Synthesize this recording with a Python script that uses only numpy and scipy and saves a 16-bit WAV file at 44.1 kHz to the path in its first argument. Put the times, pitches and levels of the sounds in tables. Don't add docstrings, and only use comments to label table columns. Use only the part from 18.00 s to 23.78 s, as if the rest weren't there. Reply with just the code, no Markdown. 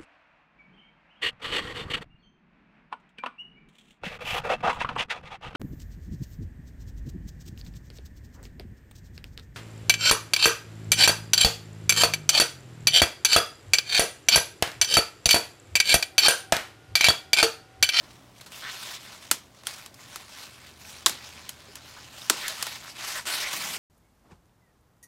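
import sys
import numpy as np
from scipy import signal
from scipy.fft import rfft, irfft
from scipy.io import wavfile
from scipy.ndimage import uniform_filter1d

SR = 44100
rng = np.random.default_rng(int(sys.argv[2]) if len(sys.argv) > 2 else 0)


def put_to_file(sound):
    columns = np.atleast_2d(sound).T
    safe = np.clip(columns, -1, 1)
    whole_steps = np.round(safe * 32767)
    wavfile.write(sys.argv[1], SR, whole_steps.astype(np.int16))


N = 254898
T = np.arange(N) / SR

# frequency in Hz, level in dB.
AIR_TONE = [(15, -63), (25, -31), (53, -7), (123, -2.5), (161, -5.5), (242, -6), (516, -13), (575, -8),
            (624, -9.5), (818, -13), (1100, -13.5), (1330, -17.5), (5730, -25.5), (16000, -35)]
# time in seconds, level in dB.
ENGINE_SWELL = [(0, -82), (2.1, -71), (2.7, -63), (3.75, -63), (4.3, -69), (5.78, -76)]
# start in seconds, level in dB, pitch in Hz,
# decay in seconds.
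SOFT_KNOCKS = [(3.094, -48, 268, 0.04), (3.683, -42.5, 420, 0.011), (4.318, -41, 260, 0.021),
               (5.547, -43.5, 231, 0.044), (5.639, -51, 212, 0.14)]
# start and length in seconds, level in dB, first and last pitch in Hz,
# nominal slips per second.
LEAF_RUBS = [(0.517, 0.035, -47.5, 3230, 2740, 500), (0.617, 0.096, -41.5, 1550, 1840, 250),
             (0.72, 0.1, -53.5, 1600, 1900, 430), (0.824, 0.021, -44, 3920, 3500, 700),
             (3.965, 0.028, -48, 1400, 1480, 700), (4.429, 0.062, -38, 2000, 1790, 830),
             (4.819, 0.085, -49.5, 1330, 1390, 114), (4.989, 0.14, -45.5, 1850, 1960, 600),
             (5.144, 0.062, -38.5, 1780, 1700, 600), (5.311, 0.12, -40.5, 4450, 3650, 1350),
             (5.418, 0.068, -35.5, 1800, 2390, 860), (5.492, 0.3, -46, 2470, 2250, 395)]
# start and length in seconds, level in dB,
# swell from start to end in dB, crisp treble in dB.
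HAND_STROKES = [(-.05, 0.19, -55, -2.5, -9), (0.338, 0.091, -50.5, -8.5, -6),
                (0.495, 0.096, -43.5, -1.5, -3), (0.584, 0.14, -41.5, 3, -8.5), (0.689, 0.26, -40.5, 1, -5),
                (0.96, 0.18, -47.5, 5, -7.5), (1.18, 0.097, -46, -2.5, -6), (1.503, 0.091, -56, 0.5, -7),
                (1.64, 0.19, -43, -8, -5.5), (1.946, 0.27, -48.5, 3, -5.5), (2.248, 0.2, -46, 6.5, -6.5),
                (2.414, 0.26, -54, 10.5, -7), (2.736, 0.17, -50.5, 10.5, -3),
                (2.903, 0.12, -47.5, -3, -7.5), (3.065, 0.43, -46, -5, -10), (3.505, 0.53, -51, 6, -8.5),
                (4.086, 0.19, -46, 7, -5.5), (4.306, 0.2, -35.5, 6, -8), (4.517, 0.25, -39, 0, -7.5),
                (4.768, 0.13, -45, 4.5, -5.5), (4.932, 0.12, -38.5, 10, -8), (5.053, 0.13, -34, 0, -4.5),
                (5.252, 0.11, -31, -1, -4.5), (5.358, 0.16, -32.5, -5, -6), (5.5, 0.26, -34, 1.5, -3)]
# frequency in Hz, level in dB.
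LEAF_TONE = [(120, -54), (200, -21), (260, -18.5), (450, -17.5), (680, -10.5), (1050, -7.5), (1700, -7.5),
             (3000, -5), (4500, -6), (7680, -7.5), (13300, -11.5), (16000, -19.5)]
# start in seconds, peak in dB, final pitch in Hz, rise in seconds.
STALK_THUMPS = [(1.313, -32.5, 225, 0.0043), (3.0612, -28.5, 340, 0.0034), (3.0668, -32, 308, 0.0039),
                (4.2992, -27.5, 384, 0.0039), (4.3035, -28.5, 234, 0.0045)]
# frequency in Hz, level in dB.
FIBRE_TONE = [(40, -47), (120, -14.5), (300, -20), (500, -10), (720, -7.5), (1000, -2.5), (1700, -2),
              (2300, -4), (3600, -1), (5800, -0.5), (7500, 0.5), (9500, -1), (12500, -1), (16000, -9)]
# start in seconds, level in dB, tearing time in ms,
# tilt in dB per octave, the stem's ring in Hz, its level against the fibres in dB.
SMALL_CRACKS = [(.410, -43.5, 7.6, -2.5, 3830, -1), (0.461, -43, 22, -3, 4200, -7),
                (0.52, -43.5, 1.2, -3, 2880, 0), (1.635, -48.5, 2.3, -4.5, 4000, -20),
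                (1.8615, -41.5, 1.1, -1.5, 3350, -3), (1.942, -49, 5.6, -0.5, 5000, -3),
                (2.1587, -34.5, 1.6, -1, 1250, -4), (2.395, -46, 2, -3, 4100, 3),
                (3.08, -30.5, 12, 2, 3830, -10), (3.095, -30, 2.8, -1, 1300, -15),
                (3.112, -38, 48, -0.5, 3830, 3), (3.29, -47.5, 2.0, -2.5, 2580, -5),
                (3.4916, -33, 2.8, 0.5, 3070, -7), (3.7553, -39.5, 2, -0.3, 3500, -26),
                (4.2177, -41.5, 0.99, -5, 3540, 12), (4.4806, -28, 3.5, 1, 3430, -6),
                (4.6258, -25, 2.6, -1.1, 4760, -7), (4.6673, -32, 2.8, -3, 880, -13),
                (5.254, -41.5, 3, -3.5, 1510, -6), (5.531, -31, 9, -3, 2980, -5)]
# start in seconds, level in dB, tearing time in ms, tilt in dB per octave, treble
# edge in Hz, then the low, middle and high ring, each as pitch in Hz and level against the fibres in dB.
STEM_BREAKS = [(1.3126, -15, 3.2, 0.33, 13200, 1290, -11, 2430, -15, 8400, -10.5),
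               (1.6696, -26.5, 1.2, -0.3, 14500, 1400, -6, 3400, -1, 9100, -1),
               (3.0612, -13.5, 1.27, 0.48, 8800, 1130, -9, 3800, -2, 7300, -1),
               (3.0649, -18, 1.8, 0, 8400, 1010, -5.5, 3620, 3, 5000, 2.5),
               (4.2983, -14, 1.7, -0.32, 9550, 1290, -6.5, 3280, -11, 7500, -6.5)]

AIR_DB, HUM_HZ, HUM_DB, ENGINE_HZ = -55.5, 121, -65, 79
ATTACK_S, RELEASE_S = 0.053, 0.061
ORDINARY_DB, HALVING_DB = -47.5, 11.5
REST_DB, REST_CRISP_DB = -78, -6
UNEVEN_DB, UNEVEN_HZ = 0.54, 21.94
RECOIL_DB, RECOIL_S = -22, 0.054
DULL_DB, FIRM_DB, DULL_PER_DB = 1.83, -37, 0.0678
FLICKER_DB, RUB_WIDTH_HZ = 2.3, 850
CRACKLE_RATE, CRACKLE_DB = 70, -13
CRACKLE_FULL_DB = -37
THUMP_GLIDE = 0.9
SHUDDER_DB, SHUDDER_S = -12.5, 0.037
RING_OCTAVES, RING_NARROWING = 0.26, 0.41
BEND_MS = 1.065
CRACK_EDGE_HZ, TOP_HZ = 14300, 15900


def undb(db):
    return np.exp(np.asarray(db) * (np.log(10) / 20))


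def unit(x):
    return x / np.sqrt(np.mean(x ** 2) + 1e-18)


def band(x, low_hz, high_hz, order=2):
    return signal.sosfilt(signal.butter(order, [low_hz, high_hz], "band", fs=SR, output="sos"), x)


def colour(x, points, size=4096):
    hz, db = np.transpose(points)
    octave = np.log2(np.maximum(np.fft.rfftfreq(size, 1 / SR), 1))
    gain_db = np.interp(octave, np.log2(hz), db)
    cepstrum = irfft(np.log(undb(gain_db)))[:size // 2]
    cepstrum[1:] *= 2
    response = irfft(np.exp(rfft(cepstrum, size)))
    return signal.fftconvolve(x, response)[:len(x)]


def walk(rate):
    hold = int(SR / rate)
    steps = np.repeat(rng.standard_normal(N // hold + 1), hold)
    return unit(uniform_filter1d(steps, hold)[:N])


def grains(rate, spread_db, size):
    strength = undb(spread_db * np.minimum(rng.exponential(size=size), 4))
    return (rng.random(size) < rate / SR) * rng.choice([-1, 1], size) * strength


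def background():
    air = unit(colour(rng.standard_normal(N), AIR_TONE)) * undb(AIR_DB + 0.69 * walk(4.31))
    hum = unit(np.sin(2 * np.pi * HUM_HZ * T)) * undb(HUM_DB + 1.1 * walk(3.96))
    engine_hz = ENGINE_HZ + 0.55 * walk(4.55)
    engine_db = np.interp(T, *np.transpose(ENGINE_SWELL))
    engine = unit(np.sin(2 * np.pi * np.cumsum(engine_hz) / SR)) * undb(engine_db)
    return air + hum + engine


def scatter(near_db, near_t60, fence_db, fence_t60, size=16384):
    t = T[:size]
    near = unit(rng.standard_normal(size) * undb(-60 * t / near_t60) * (t > .002))
    fence = signal.lfilter(*signal.butter(1, 10000, fs=SR), rng.standard_normal(size))
    fence = unit(fence * undb(-60 * t / fence_t60) * (t > .009))
    return undb(near_db) * near + undb(fence_db) * fence


def garden(x):
    response = scatter(near_db=-12.0, near_t60=0.034, fence_db=-18.0, fence_t60=0.42)
    return x + signal.fftconvolve(x, response)[:N] / np.sqrt(len(response))


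def knocks():
    out, t = np.zeros(N + SR), T[:SR // 2]
    for s, db, hz, decay in SOFT_KNOCKS:
        start = int(s * SR)
        body = unit(band(rng.standard_normal(len(t)), 0.79 * hz, 1.32 * hz, order=3))
        out[start:start + len(t)] += undb(db) * body * np.exp(-t / decay) * (1 - np.exp(-t / 0.0009))
    return out[:N]


def rubs():
    out = np.zeros(N + SR)
    pole = np.exp(-np.pi * RUB_WIDTH_HZ / SR)
    for s, length, db, start_hz, end_hz, slip_rate in LEAF_RUBS:
        count, start = int(length * SR), int(s * SR)
        gap, force = rng.standard_normal((128, 2)).T
        moments = (np.cumsum(undb(3.0 * gap)) * SR / slip_rate).astype(int)
        slips = np.bincount(moments, undb(2.7 * force), count)[:count]
        glide = np.exp(2j * np.pi * np.cumsum(np.linspace(start_hz, end_hz, count)) / SR)
        fold = signal.lfilter([1], np.poly([pole, pole]), slips / glide) * glide
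        out[start:start + count] += undb(db) * unit(fold.real * signal.windows.tukey(count, .3))
    return out[:N]


def envelope(s, length, attack_s, release_s):
    return np.clip((T - s) / attack_s, 0, 1) * np.exp(-np.clip((T - s - length) / release_s, 0, 20))


def stirring():
    power = undb(REST_DB) ** 2
    for s, db, *_ in STEM_BREAKS:
        power += (undb(db + RECOIL_DB) * envelope(s, 0, ATTACK_S, RECOIL_S)) ** 2
    crispness = power * REST_CRISP_DB
    for s, length, db, swell_db, crisp_db in HAND_STROKES:
        progress = np.clip((T - s) / length, 0, 1)
        slowness = 2 ** ((ORDINARY_DB - db) / HALVING_DB)
        shape = envelope(s, length, ATTACK_S * slowness, RELEASE_S * slowness)
        stroke = (undb(db + swell_db * (progress - .5)) * shape) ** 2
        power += stroke
        crispness += stroke * crisp_db
    return 10 * np.log10(power) + UNEVEN_DB * walk(UNEVEN_HZ), crispness / power


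def flicks(stir_db, count=110, size=512):
    out, t = np.zeros(N + size), T[:size]
    for when, pitch, force in rng.random((count, 3)):
        start, hz = int(when * (N - 1)), 1900 * 4.2 ** pitch
        tick = np.sin(2 * np.pi * hz * t) * np.exp(-t * hz / 2.3)
        out[start:start + size] += tick * undb(min(stir_db[start], -42) + 3.0 + 12.5 * force)
    return out[:N]


def crackles(stir_db):
    ticks = unit(band(grains(CRACKLE_RATE, spread_db=1.5, size=N), 1900, 6300))
    return ticks * undb(np.minimum(stir_db, CRACKLE_FULL_DB) + CRACKLE_DB)


def foliage(stir_db, crisp_db, size=2 ** 18):
    dull_db = DULL_DB + DULL_PER_DB * (FIRM_DB - stir_db)
    rate = 3500 * undb(.6 * (np.minimum(stir_db, -25) + 44.5))
    clicks = grains(rate, spread_db=1.0, size=N) / np.sqrt(rate)
    clusters = unit(clicks * undb(1.35 * walk(140)))
    crinkle = rfft(unit(colour(clusters, LEAF_TONE)), size)
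    octave = np.log2(np.maximum(np.fft.rfftfreq(size, 1 / SR), 1))
    rustle = np.zeros(N)
    for centre in np.arange(7, 14.3, 1 / 4):
        fold = irfft(crinkle * np.maximum(1 - 4 * abs(octave - centre), 0))[:N]
        dull = np.clip(np.log2(2700 / 2 ** centre), 0, 1)
        crisp = np.clip(np.log2(2 ** centre / 5000), 0, 1)
        rustle += fold * undb(dull * dull_db + crisp * crisp_db + FLICKER_DB * walk(32))
    return rustle * undb(stir_db)


def stalk(size=8192):
    out, t = np.zeros(N + size), T[:size]
    for s, db, hz, rise in STALK_THUMPS:
        pitch = hz * (1 + THUMP_GLIDE * np.exp(-t / rise))
        thump = np.sin(2 * np.pi * np.cumsum(pitch) / SR) * (t / rise * np.exp(1 - t / rise)) ** 2
        shudder = unit(band(rng.standard_normal(size), 0.62 * hz, 2.25 * hz, order=3))
        shudder *= np.exp(-t / SHUDDER_S) * (1 - np.exp(-t / rise))
        start = int(s * SR)
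        out[start:start + size] += undb(db) * (thump + undb(SHUDDER_DB) * shudder)
    return out[:N]


def flatten(x, size=4096):
    hz = np.fft.rfftfreq(size, 1 / SR)
    power = abs(rfft(x, size)) ** 2
    centres = 2 ** np.arange(7.5, 14.1, 1 / 4)
    band_power = [np.average(power, weights=np.exp(-(8 * (hz / c - 1)) ** 2)) for c in centres]
    return colour(x, np.column_stack([centres, -10 * np.log10(band_power)]))


def stem_tone(tilt, edge_hz, rings):
    hz = 2 ** np.arange(5.5, 14.4, 1 / 16)
    fibre_hz, fibre_db = np.transpose(FIBRE_TONE)
    tilted_db = np.interp(np.log2(hz), np.log2(fibre_hz), fibre_db) + tilt * np.log2(hz)
    fibres = undb(tilted_db) ** 2 / (1 + (hz / edge_hz) ** 4)
    power = fibres / np.sum(fibres * hz)
    for ring_hz, ring_db in np.reshape(rings, (-1, 2)):
        width = RING_OCTAVES * (1000 / ring_hz) ** RING_NARROWING
        peak = 1 / (1 + (np.log2(hz / ring_hz) / width) ** 2) ** 2
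        power += undb(ring_db) ** 2 * peak / np.sum(peak * hz)
    return np.column_stack([hz, 10 * np.log10(power / power.max())])


def bending_waves(x):
    hz = np.fft.rfftfreq(len(x), 1 / SR)
    lag_s = BEND_MS / np.maximum(hz, 280)
    return irfft(rfft(x) * np.exp(-2j * np.pi * np.cumsum(lag_s) * hz[1]))


def snap(db, tear_ms, tilt, edge_hz, *rings, size=16384):
    ms = np.arange(size) * 1000 / SR
    tearing = np.exp(-(ms / tear_ms) ** 2) + 0.26 * np.exp(-ms / tear_ms / 2.7)
    bursts = unit(flatten(grains(20000, spread_db=-0.5, size=size) * tearing))
    direct = unit(colour(bursts, stem_tone(tilt, edge_hz, rings)))
    wash = scatter(near_db=-7.0, near_t60=0.038, fence_db=-14.5, fence_t60=0.17)
    echoes = np.std(wash) * unit(colour(wash, stem_tone(tilt, edge_hz, rings=[])))
    sound = unit(bending_waves(direct + echoes))
    return undb(db) * np.sqrt(SR / 100 / size) * sound


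def stems():
    cracks = [(s, db, tear_ms, tilt, CRACK_EDGE_HZ, *ring) for s, db, tear_ms, tilt, *ring in SMALL_CRACKS]
    out = np.zeros(N + SR)
    for s, *settings in STEM_BREAKS + cracks:
        sound, start = snap(*settings), int(s * SR)
        out[start:start + len(sound)] += sound
    return out[:N]


def scene():
    stir_db, crisp_db = stirring()
    leaves = garden(foliage(stir_db, crisp_db) + crackles(stir_db) + flicks(stir_db) + rubs() + knocks())
    return (stems() + stalk() + leaves + background())[None]


def record(dry):
    low_pass = signal.ellip(10, .2, 80, TOP_HZ, fs=SR, output="sos")
    return signal.sosfilt(low_pass, np.clip(dry, -.76, .76))


dry = scene()
out = record(dry)
put_to_file(out)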